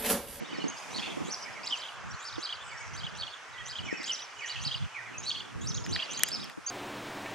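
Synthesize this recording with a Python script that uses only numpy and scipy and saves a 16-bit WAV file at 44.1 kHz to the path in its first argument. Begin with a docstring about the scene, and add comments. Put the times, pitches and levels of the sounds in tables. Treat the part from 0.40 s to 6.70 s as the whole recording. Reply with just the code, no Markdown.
"""Sparrows on a breezy lawn

Sparrows chirp in quick whistled arches while a farther bird slurs falling whistles and another
twitters thinly. Trees, a barn and far houses throw the calls back over a distant wash of roads
and leaves. Light gusts rumble on a hand-held camera's two microphone ports; the hand gives it
dull bumps, and near the end its plastic casing rings with a few sharp clicks."""
import sys
import numpy as np
from scipy import signal
from scipy.fft import rfft, irfft
from scipy.io import wavfile
from scipy.ndimage import uniform_filter1d

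SR = 44100
rng = np.random.default_rng(int(sys.argv[2]) if len(sys.argv) > 2 else 0)


def unload_audio(sound):
    """Save the sound as a 16-bit wav file, at the path given as the first command line argument."""
    columns = np.transpose(np.atleast_2d(sound))
    # keep every value between -1 and 1, then stretch to whole-number steps
    steps = np.round(np.clip(columns, -1, 1) * 32767)
    wavfile.write(sys.argv[1], SR, steps.astype(np.int16))


N = 277871
TIME = np.arange(N) / SR


def gain_of(db):
    """Decibels to amplitude."""
    return 10 ** (np.asarray(db) / 20)


def unit_rms(x):
    """Scales to rms 1."""
    return x / np.sqrt(np.mean(x ** 2) + 1e-20)


def at_hz(points, hz):
    """Reads a curve on a log-frequency axis."""
    point_hz, value = np.transpose(points)
    return np.interp(np.log(hz + 1), np.log(point_hz + 1), value)


def automation(rows):
    """Each column of a breakpoint table at every sample."""
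    times, *columns = np.transpose(rows)
    return [np.interp(TIME, times, column) for column in columns]


def add(mix, start_s, sound):
    """Mixes a sound in at its start time."""
    part = mix[max(round(start_s * SR), 0):][:len(sound)]
    part += sound[:len(part)]


def wobble(rate_hz):
    """Smooth random motion of rms 1, rolling off above the rate."""
    hz = np.fft.rfftfreq(N, 1 / SR)
    return unit_rms(irfft(rfft(rng.standard_normal(N)) * np.exp(-(hz / rate_hz) ** 2), N))


def stereo_noise(spectrum, correlation, patchy_db):
    """Coloured stereo noise of rms 1 with drifting louder and softer patches."""
    frames, hz = N // 512 + 5, np.fft.rfftfreq(2048, 1 / SR)
    a, b, c, d, patches = np.moveaxis(rng.standard_normal((frames, len(hz), 5)), -1, 0)
    patches = unit_rms(uniform_filter1d(uniform_filter1d(patches, size=7, axis=0), size=14, axis=1))
    left = a + 1j * b
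    right = correlation * left + np.sqrt(1 - correlation ** 2) * (c + 1j * d)
    spectra = np.array([left, right]) * gain_of(at_hz(spectrum, hz) + patchy_db * patches)
    return unit_rms(signal.istft(spectra.swapaxes(1, 2), nperseg=2048, noverlap=1536)[1][:, :N])


def noise_band(centre_hz, width_hz):
    """One band of noise around a steady or moving centre."""
    phase = 2 * np.pi * np.cumsum(centre_hz * np.ones(N)) / SR
    return unit_rms(wobble(width_hz) * np.cos(phase) + wobble(width_hz) * np.sin(phase))


# Fader moves of the wash (before its trim) and the hiss: time_s, level_db
WASH_FADER = [(0, -48.5), (.4, -46.5), (1.72, -51), (3.2, -51), (4.5, -51), (5.36, -53.5), (5.64, -47),
              (6.1, -50), (6.15, -57), (6.3, -50.5)]
HISS_FADER = [(.33, -68), (.38, -57), (.7, -57), (1.05, -60.5), (1.2, -66), (1.36, -62), (1.53, -62),
              (1.58, -72), (5.6, -66), (5.85, -64), (6.3, -64.5)]
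# Their tone, a midrange wash and an airy hiss: freq_hz, relative_db
WASH_EQ = [(60, -33), (200, -17.5), (450, -3.5), (900, 2), (1400, 0), (2400, -0.5), (3300, -5.5),
           (3900, -11.5), (6200, -9.5), (8500, -23), (10500, -34), (14500, -72)]
HISS_EQ = [(1500, -25), (4000, -4), (6500, 8.5), (9500, 5), (12500, -6.5), (15000, -13)]


def air():
    """The far wash of roads and trees, and a faint hiss that comes and goes."""
    wash_db, hiss_db = automation(WASH_FADER)[0], automation(HISS_FADER)[0]
    wash = gain_of(wash_db + 2.5) * stereo_noise(WASH_EQ, correlation=.56, patchy_db=1.5)
    hiss = gain_of(hiss_db) * stereo_noise(HISS_EQ, correlation=.1, patchy_db=1)
    return wash * gain_of([[-.8], [.8]]) + hiss


# Broad tyre hum inside the wash: time_s, centre_hz, level_db
TYRE_HUM = [(0, 898, -58), (.6, 948, -50), (1.3, 1047, -50.5), (1.7, 1332, -47.5), (2.4, 1388, -49),
            (3.2, 1418, -53.5), (4.2, 1288, -54)]
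# A low drone that swells late and drops away: time_s, level_db
DRONE_FADER = [(4.2, -89), (4.6, -68), (5.15, -61), (5.55, -58), (5.7, -101)]


def traffic():
    """Far tyres hum under a drifting pitch; a low drone, perhaps an engine, joins them."""
    centre_hz, tyres_db = automation(TYRE_HUM)
    tyres = gain_of(tyres_db) * noise_band(centre_hz, width_hz=540)
    drone = gain_of(automation(DRONE_FADER)[0]) * noise_band(centre_hz=118, width_hz=14.5)
    return tyres + drone


# Gusts on the microphone: start_s, length_s, rumble_db, flutter_db
MIC_GUSTS = [(0.115, 0.18, -67, -42.5), (0.514, 0.37, -56, -44.5), (1.008, 0.31, -58.5, -55),
             (1.63, 0.088, -46, -55), (1.928, 0.06, -50, -70), (2.16, 0.41, -54, -77),
             (2.49, 0.36, -45, -57.5), (3.152, 0.18, -46.5, -77), (3.427, 0.052, -40, -49.5),
             (3.572, 0.14, -66, -50.5), (4.218, 0.22, -39, -67), (4.72, 0.48, -52, -52),
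             (5.19, 0.21, -33.5, -41.5), (5.483, 0.06, -35, -39.5), (5.73, 0.36, -54, -47)]
# Tone of the deep rumble and the lighter flutter: freq_hz, relative_db
RUMBLE_EQ = [(20, -44), (55, -8), (110, -1.5), (160, -5), (260, -22), (600, -62)]
FLUTTER_EQ = [(60, -43), (160, 2), (300, 1.5), (480, -3.5), (800, -34), (2000, -52)]


def wind(attack_s=.044, release_s=.034):
    """Gusts rise out of the breeze; their lumpy eddies push the two ports in opposite directions."""
    strength = gain_of([[-66], [-73]])  # rumble and flutter of the breeze between gusts
    for start_s, length_s, rumble_db, flutter_db in MIC_GUSTS:
        age = TIME - start_s
        envelope = np.exp(np.minimum(age, 0) / attack_s - np.maximum(age - length_s, 0) / release_s)
        strength = np.maximum(strength, gain_of([[rumble_db], [flutter_db]]) * envelope)
    rumble = strength[0] * gain_of(4.9 * wobble(rate_hz=20))
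    rumble = rumble * stereo_noise(RUMBLE_EQ, correlation=-.94, patchy_db=-1.5)
    flutter = strength[1] * gain_of(1.3 * wobble(rate_hz=42))
    flutter = flutter * stereo_noise(FLUTTER_EQ, correlation=-.75, patchy_db=2.5)
    return (rumble + flutter) * gain_of([[-.8], [.8]])


# Soft handling thuds: start_s, level_db, pitch_hz, left_minus_right_db
HAND_BUMPS = [(.008, -24, 230, -3.5), (.023, -26, 270, -4.5), (.127, -28, 280, -2), (.184, -24, 300, -2.5),
              (.241, -19, 294, -4), (.266, -27, 320, -3), (.554, -26, 260, -4.5), (.585, -27, 210, -3),
              (.677, -33, 337, -5), (.771, -23, 300, -4.5), (.804, -25.5, 290, -5),
              (.815, -26, 230.8, -3.5), (.881, -32, 376, -5), (1.979, -26, 327, -4.5), (3.526, -23, 337, 5),
              (3.598, -32.5, 300, -4.5), (4.262, -26.5, 145, -5.5), (4.412, -32, 128.9, -4.5),
              (6.172, -28, 288, 2.5)]


def bumps(attack_s=.002, decay_cycles=2.13, scuff_db=-5.5, scuff_decay_s=.012):
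    """The hand knocks the camera: a heavily damped swing and a little scuff, pushing the ports apart."""
    out, t = np.zeros((2, N)), np.arange(SR // 5) / SR
    for start_s, db, hz, balance_db in HAND_BUMPS:
        bandpass = signal.butter(2, [hz * .58, hz * 1.57], "band", fs=SR, output="sos")
        scuff = unit_rms(signal.sosfilt(bandpass, rng.standard_normal(len(t))))
        swing = np.sin(2 * np.pi * hz * t) * (1 - np.exp(-t / attack_s)) * np.exp(-t * hz / decay_cycles)
        thud = gain_of(db) * (swing + gain_of(scuff_db) * scuff * np.exp(-t / scuff_decay_s))
        add(out[0], start_s, gain_of(balance_db / 2) * thud)
        add(out[1], start_s, -gain_of(-balance_db / 2) * thud)
    return out


def sing(notes, rasp, rasp_hz, shimmer, overtone_db, taper, skirt_db, warble):
    """A bird's voice: each note whistles through three pitches inside a weak, breathy swell."""
    out, shake, tremble = np.zeros(N + SR), wobble(rasp_hz), wobble(rasp_hz / 2)
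    buzz = np.sin(2 * np.pi * np.cumsum(190 * (1 + .25 * wobble(11.13))) / SR)  # rough notes flutter
    for start_s, length_s, start_hz, middle_hz, end_hz, db, roughness in notes:
        size = max(round(length_s * SR), 40)
        index = np.arange(-2 * size, size + size // 2)
        progress = index / size  # 0 to 1 across the note itself
        at = (round(start_s * SR) + index) % N
        contour = np.polyfit([0, .5, 1], [start_hz, middle_hz, end_hz], 2)
        bend_hz = np.polyval(contour, np.clip(progress, 0, 1))
        scoop_hz = max(middle_hz - start_hz, 0) * np.tanh(2 * np.minimum(progress, 0))
        run_out_hz = (end_hz - middle_hz) * np.maximum(progress - 1, 0)
        rough = np.where(progress < 0, max(roughness, .5), roughness)
        jitter = 1 + rough * (rasp * shake[at] + warble * buzz[at])
        phase = 2 * np.pi * np.cumsum((bend_hz + scoop_hz + run_out_hz) * jitter) / SR
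        body = np.pad(signal.windows.tukey(size, taper), (2 * size, size // 2))
        skirt = gain_of(skirt_db) * np.interp(progress, [-2, 0, 1, 1.5], [0, 1, 1, 0]) ** 2
        flicker = np.exp(shimmer * np.sqrt(rough) * (tremble[at] + buzz[at]))
        overtones = np.sin(2 * phase) + .1 * np.sin(3 * phase) + .01 * np.sin(4 * phase)
        overtones *= gain_of(overtone_db) / (1 + (bend_hz / 4300) ** 8)  # higher notes sound purer
        tone = np.maximum(body, skirt) * flicker * (np.sin(phase) + overtones)
        add(out, start_s - 2 * size / SR, gain_of(db) * tone / np.std(tone[body > 0]))
    return out[:N]


def slides(rows, roughness):
    """Notes that glide straight from one pitch to another."""
    return [(start_s, length_s, from_hz, (from_hz + to_hz) / 2, to_hz, db, roughness)
            for start_s, length_s, from_hz, to_hz, db in rows]


# Reverb time of the garden: freq_hz, t60_s
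GARDEN_DECAY = [(1500, 1), (3000, 0.4), (6000, 0.4), (12000, 0.81)]


def garden(dry, wet_db, wall_s, wall_db, spread_s, right_lag_s, balance_db, leaves_s, leaves_db):
    """Direct sound reaching the left port first, a smeared echo off buildings, and scatter from trees."""
    t = np.arange(SR) / SR
    taps = rng.standard_normal((3, SR)) * (rng.random(SR) < 2000 / SR)
    mid, side, early = taps
    hz, frame_s, spectra = signal.stft(mid + .6 * np.array([side, -side]), SR, nperseg=256)
    decay = gain_of(-60 * frame_s / at_hz(GARDEN_DECAY, hz)[:, None])
    tail = signal.istft(spectra * decay * (1 - np.exp(-frame_s / .0026)), SR, nperseg=256)[1]
    scatter = signal.fftconvolve(dry[None], tail / np.linalg.norm(tail[0]), axes=1)[:, :N]
    wall = early * (t > wall_s) * np.exp(-abs(t - wall_s) / spread_s)  # walls and roof at varied range
    leaves = early * np.exp(-t / leaves_s)  # leaves around the perch break up each sweep
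    echoes = gain_of(wall_db) * wall / np.linalg.norm(wall)
    echoes += gain_of(leaves_db) * leaves / np.linalg.norm(leaves)
    left = dry + signal.fftconvolve(dry, echoes)[:N]
    right = irfft(rfft(left) * np.exp(-2j * np.pi * np.fft.rfftfreq(N, 1 / SR) * right_lag_s), N)
    pan = gain_of([[balance_db / 2], [-balance_db / 2]])
    return (np.array([left, right]) + gain_of(wet_db) * scatter) * pan


# Thin sliding notes: start_s, length_s, start_hz, end_hz, send_db
THIN_NOTES = [(.045, 0.021, 3400, 3850, -55), (.07, 0.021, 5450, 5100, -64), (.098, .02, 4800, 4550, -60),
              (0.133, 0.035, 4800, 4230, -57), (.165, 0.027, 4030, 3550, -64),
              (.172, .018, 5200, 5600, -58), (.2, 0.028, 4100, 4200, -59.5), (0.23, 0.025, 4600, 4330, -59),
              (1.685, .025, 6800, 7000, -70), (1.708, 0.017, 5480, 5940, -55.5),
              (1.73, 0.023, 4080, 4150, -62), (1.76, 0.028, 7000, 5850, -68),
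              (1.772, 0.044, 2720, 2270, -57.5), (1.9, .035, 2550, 2070, -63),
              (2.215, 0.05, 8900, 7900, -71), (2.222, 0.066, 7650, 6800, -67),
              (2.265, 0.034, 7850, 7600, -63), (2.292, 0.026, 5150, 4470, -58.5),
              (2.365, 0.079, 7480, 6220, -65), (2.372, 0.017, 5350, 5900, -58),
              (2.38, 0.041, 8600, 7760, -69), (2.41, .032, 7900, 6500, -68),
              (2.405, 0.019, 5300, 4840, -60), (2.44, 0.019, 5600, 6400, -62),
              (3.122, 0.049, 4060, 3210, -64.5), (3.43, 0.068, 7280, 7280, -64),
              (3.448, 0.024, 5870, 5800, -58.5), (3.505, 0.029, 5500, 5170, -58),
              (3.57, 0.025, 5550, 5400, -55), (3.945, .035, 7750, 7200, -70),
              (3.985, 0.04, 7390, 7640, -69), (4.0, 0.048, 5300, 4340, -64),
              (4.025, 0.031, 6750, 6750, -72)]
# Flurries of soft high twitter: start_s, length_s, note_send_db
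TWITTER_FLURRIES = [(1.68, .25, -66), (2.21, .28, -68), (3.44, .2, -67), (3.98, .16, -67)]


def twitterer(notes_per_s=73, note_s=.032, low_hz=4690, high_hz=7820, max_fall=.15):
    """Thin, clean high notes from far away, over flurries of softer, quicker ones."""
    notes = slides(THIN_NOTES, roughness=.1)
    for start_s, length_s, db in TWITTER_FLURRIES:
        for when, pitch, slope in rng.random((round(notes_per_s * length_s), 3)):
            hz = low_hz + pitch * (high_hz - low_hz)
            contour_hz = hz * (1 - max_fall * slope * np.array([0, .5, 1]))
            notes.append((start_s + when * length_s, note_s, *contour_hz, db, .5))
    song = sing(notes, rasp=.03, rasp_hz=400, shimmer=.5, overtone_db=-28, taper=.3,
                skirt_db=-20, warble=.01)
    return gain_of(4) * garden(song, wet_db=-2, wall_s=.07, wall_db=-9, spread_s=.012,
                               right_lag_s=3e-5, balance_db=0, leaves_s=.002, leaves_db=-6)


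# Falling whistles, each after a soft, level note: start_s, length_s, soft_note_db, fall_db
FALLING_WHISTLES = [(0.127, 0.043, -54.5, -51.5), (1.043, 0.046, -63, -50), (2.299, 0.07, -57, -52),
                    (3.468, 0.059, -50.5, -44), (4.006, .05, -54, -45), (4.543, 0.057, -63, -45),
                    (5.578, 0.048, -59, -60)]
# Short falling slurs, mostly echoes of the whistles and their soft notes:
# start_s, length_s, start_hz, end_hz, level_db
ECHO_SLURS = [(.098, 0.029, 3190, 2950, -53), (.19, 0.047, 3150, 2800, -50), (1.14, 0.063, 2450, 1840, -53),
              (2.403, 0.044, 2335, 1954, -51.5), (3.131, 0.1, 2042, 1887, -53.5),
              (3.528, 0.032, 2680, 2450, -49.5), (3.598, 0.032, 2130, 2010, -49),
              (4.03, .035, 3110, 2650, -49.5), (4.073, 0.042, 3100, 2810, -48),
              (4.147, 0.018, 3310, 2630, -41), (4.722, 0.043, 2795, 2520, -52)]


def whistler(soft_s=.04, trail_s=.024):
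    """Falling whistles that trail off faintly, blurred by the trees and returned by far houses."""
    soft_hz, fall_hz, trail_hz = (2974, 2983, 2885), (2540, 2124, 1767), (1780, 1620, 1480)
    notes = slides(ECHO_SLURS, roughness=.23)
    for start_s, length_s, soft_db, fall_db in FALLING_WHISTLES:
        notes += [(start_s - soft_s, soft_s, *soft_hz, soft_db, .15),
                  (start_s, length_s, *fall_hz, fall_db, .15),
                  (start_s + length_s, trail_s, *trail_hz, fall_db - 10, .15)]
    song = sing(notes, rasp=.09, rasp_hz=400, shimmer=.55, overtone_db=-30, taper=.15,
                skirt_db=-16, warble=0)
    return garden(song, wet_db=2, wall_s=.1, wall_db=-4, spread_s=.03,
                  right_lag_s=1e-5, balance_db=-2.5, leaves_s=.014, leaves_db=-2)


def call_notes(rows, ending, lead_s, lead_hz, arch_ends, whip_s=.012):
    """Lead-ins, arches and endings of one kind of call; arch_ends are shares of the arch's top pitch."""
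    leads, arches, endings = [], [], []
    for start_s, length_s, top_hz, lead_db, arch_db, ending_db in rows:
        from_hz, to_hz = top_hz * np.array(arch_ends)
        whip_hz = np.linspace(lead_hz[-1], from_hz * 1.08, 3)  # whips just past the arch's first pitch
        leads.append((start_s - lead_s, lead_s - whip_s / 2, *lead_hz, lead_db, .5))
        leads.append((start_s - whip_s, whip_s, *whip_hz, lead_db - 1.5, .5))
        arches.append((start_s, length_s, from_hz, top_hz, to_hz, arch_db, .4))
        endings += [(start_s + length_s + after_s, note_s, *contour_hz, ending_db + db, roughness)
                    for after_s, note_s, *contour_hz, db, roughness in ending]
    return leads, arches, endings


# Sparrow cues, levels before the bus gains: start_s, arch_s, top_hz, lead_db, arch_db, ending_db
CHIRP_CUES = [(.542, 0.039, 4350, -54, -42.5, -37), (2.784, 0.035, 4420, -55, -45, -35),
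              (4.862, .038, 4430, -51.5, -38, -31.5)]  # low and flat, ending in a quick dip
CHEEP_CUES = [(.906, 0.043, 5890, -55.5, -40.5, -80), (1.848, 0.045, 5200, -57, -47, -45),
              (3.712, 0.045, 5960, -50.5, -40.5, -44), (5.269, .044, 6010, -54.5, -42, -42),
              (5.914, 0.051, 5255, -52.5, -40, -43)]  # higher, ending in an upward flick
SCOLD_CUES = [(1.269, 0.011, 4820, -48, -37, -32.5), (3.641, 0.0099, 5140, -50, -41, -34.5)]  # a hard flick and a low downward slur
CHIRRUP_CUES = [(1.392, 0.031, 4820, -55, -51.5, -46), (2.025, 0.038, 4830, -54, -40.5, -39),
                (2.571, 0.033, 4990, -53, -50.5, -42), (3.292, 0.033, 4930, -50, -46.5, -40.5),
                (4.093, 0.035, 4740, -48.5, -44, -52), (4.247, 0.035, 4966, -49.5, -38, -37),
                (4.911, 0.029, 5020, -62, -48.5, -44), (5.524, 0.037, 4850, -49.5, -38, -37),
                (5.74, 0.033, 4860, -46, -45.5, -41)]  # ending in a low wiggle
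# Closing notes of each call: after_arch_s, length_s, start_hz, middle_hz, end_hz, relative_db, roughness
CHIRP_TAIL = [(0, .009, 4200, 3490, 2760, -7, 0.25), (0.013, 0.0084, 3066, 3324, 3370, -2.5, 0.064),
              (.048, .007, 3600, 3354, 3170, -9, 0.15), (.058, 0.0068, 3300, 2940, 2800, -12, 0.18)]
CHEEP_TAIL = [(-.001, .013, 4200, 3590, 3160, -9, 0.42), (.028, .031, 3320, 4380, 5380, -8, 0.2),
              (0.062, 0.011, 4065, 3377, 3300, -5.5, 0.35)]
SCOLD_TAIL = [(.004, 0.017, 7600, 7120, 6560, -22, 0.36), (.016, 0.016, 4770, 5100, 5970, -12.5, 0.46),
              (0.024, 0.034, 2850, 3355, 3200, -10, 0.18), (.042, .024, 3200, 3020, 2880, -3, 0.1),
              (0.062, .018, 2990, 2740, 2530, -12, 0.19)]
CHIRRUP_TAIL = [(.002, 0.013, 3100, 3200, 3340, -9, 0.16), (0.028, 0.022, 3026, 3280, 3440, -3.5, 0.33),
                (0.048, .01, 3650, 3950, 4000, -14, .4), (0.06, .012, 3465, 3050, 2820, -1, 0.25)]
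# Single arched notes, clean peeps (a few of them repeat earlier calls off the barn about 0.1 s later) and harsh
# churrs: start_s, length_s, top_hz, send_db
PEEP_CUES = [(0.279, 0.025, 6670, -45), (0.368, 0.021, 5120, -53), (1.024, 0.022, 5200, -48.5),
             (1.018, 0.023, 6070, -63), (3.175, 0.045, 3270, -53.5), (2.212, .02, 3540, -53),
             (4.779, 0.027, 6780, -45), (5.342, 0.032, 6760, -43.5), (5.44, 0.015, 5360, -48.5),
             (5.773, 0.021, 6800, -41), (5.861, 0.037, 5070, -47.5), (6.261, 0.047, 6660, -41),
             (6.275, 0.029, 4840, -44)]
CHURR_CUES = [(0.56, 0.021, 6500, -52), (0.583, .04, 4980, -54), (0.613, 0.038, 2650, -46),
              (0.621, .026, 3450, -49), (0.647, 0.034, 3390, -48), (2.926, .028, 3470, -54),
              (0.653, .03, 2600, -49), (0.69, 0.04, 3320, -50), (1.427, .035, 3360, -53),
              (1.289, .03, 3400, -52), (3.66, .04, 4900, -60), (3.67, .05, 3300, -54),
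              (4.888, .022, 6200, -54), (5.574, .036, 2830, -45.5), (5.685, .04, 2897, -50)]


def sparrows():
    """Calls whip up from a low, octave-rich note, draw a thin arch and end clear; a barn echoes them."""
    kinds = [
        call_notes(CHIRRUP_CUES, CHIRRUP_TAIL, .04, lead_hz=(2950, 3020, 3300), arch_ends=(.78, .72)),
        call_notes(CHIRP_CUES, CHIRP_TAIL, .04, lead_hz=(2780, 2920, 3200), arch_ends=(.92, .98)),
        call_notes(CHEEP_CUES, CHEEP_TAIL, .065, lead_hz=(3100, 3450, 4050), arch_ends=(.8, .75)),
        call_notes(SCOLD_CUES, SCOLD_TAIL, .04, lead_hz=(2400, 2550, 3200), arch_ends=(.81, .77))]
    leads, arches, endings = (sum(notes, []) for notes in zip(*kinds))
    peeps = [(start_s, length_s, hz * .88, hz, hz * .93, db, .1)
             for start_s, length_s, hz, db in PEEP_CUES]
    churrs = [(start_s, length_s, hz * .83, hz, hz * .83, db, .65)
              for start_s, length_s, hz, db in CHURR_CUES]
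    rising = sing(leads, rasp=.085, rasp_hz=1300, shimmer=.55, overtone_db=3.5, taper=.5,
                  skirt_db=-20, warble=.025)
    arching = sing(arches, rasp=.043, rasp_hz=1300, shimmer=.52, overtone_db=-19, taper=.18,
                   skirt_db=-17, warble=.03)
    harsh = sing(churrs, rasp=.09, rasp_hz=900, shimmer=.6, overtone_db=-20, taper=.4,
                 skirt_db=-12, warble=.09)
    clear = sing(endings + peeps, rasp=.075, rasp_hz=800, shimmer=.4, overtone_db=-28, taper=.2,
                 skirt_db=-26, warble=.05)
    barn = dict(wall_s=.101, wall_db=-10.5, spread_s=.002, right_lag_s=2.2e-5)
    perch = dict(balance_db=-1.5, leaves_s=.003, leaves_db=-5)
    arch_bus = garden(rising + arching, wet_db=-2.5, **barn, **perch)
    churr_bus = garden(harsh, wet_db=0, **barn, balance_db=-2.5, leaves_s=.012, leaves_db=-2.5)
    clear_bus = garden(clear, wet_db=-5, **barn, **perch)
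    return gain_of(3) * (arch_bus + churr_bus) + gain_of(3.5) * clear_bus


# Casing clicks: start_s, knock_db, snap_db
CASING_CLICKS = [(4.986, -52, -50), (5.464, -28, -37), (5.562, -19, -46), (5.7947, -28, -28),
                 (5.8345, -14.5, -1.5), (5.8873, -30.5, -22.5), (6.0432, -42, -34), (6.0982, -33, -37)]
# Low casing modes that knock: pitch_hz, relative_db, t60_s
KNOCK_MODES = [(1150, -32, .008), (1936, 14.5, 0.0095), (2330, 13, 0.0066), (3000, 10.5, 0.0077),
               (3330, 5, 0.012), (4730, 10.5, 0.0042)]
# High modes that snap, each nearer one port: pitch_hz, relative_db, t60_s, left_minus_right_db
SNAP_MODES = [(6150, 5.5, 0.0018, 4.5), (7750, 2, 0.0016, 25), (8500, -20, 0.0094, 13),
              (11770, 3, 0.0018, -8)]


def clicks(attack_s=.00037):
    """Plastic parts knock and snap; each click rings the casing for a few milliseconds."""
    out, t = np.zeros((2, N)), np.arange(SR // 20) / SR
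    sides = np.array([[.5], [-.5]])
    knock = sum(gain_of(db - 60 * t / t60) * np.sin(2 * np.pi * hz * t) for hz, db, t60 in KNOCK_MODES)
    snap = sum(gain_of(db - 60 * t / t60 + sides * balance_db) * np.sin(2 * np.pi * hz * t)
               for hz, db, t60, balance_db in SNAP_MODES)
    attack = 1 - np.exp(-t / attack_s)
    knock, snap = knock * attack, snap * attack
    for start_s, knock_db, snap_db in CASING_CLICKS:
        click = gain_of(knock_db) * knock / abs(knock).max() + gain_of(snap_db) * snap / abs(snap).max()
        for port, channel in zip(out, click):
            add(port, start_s, channel)
    return out


def scene():
    """Birds over the distant bed, with wind and handling up close."""
    return sparrows() + whistler() + twitterer() + air() + traffic() + wind() + bumps() + clicks()


def record(dry):
    """The camera's band limit cuts the top of the treble."""
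    lowpass = signal.firwin(255, cutoff=15200, window=("kaiser", 9), fs=SR)
    return signal.oaconvolve(dry, lowpass[None], "same")


dry = scene()
out = record(dry)
unload_audio(out)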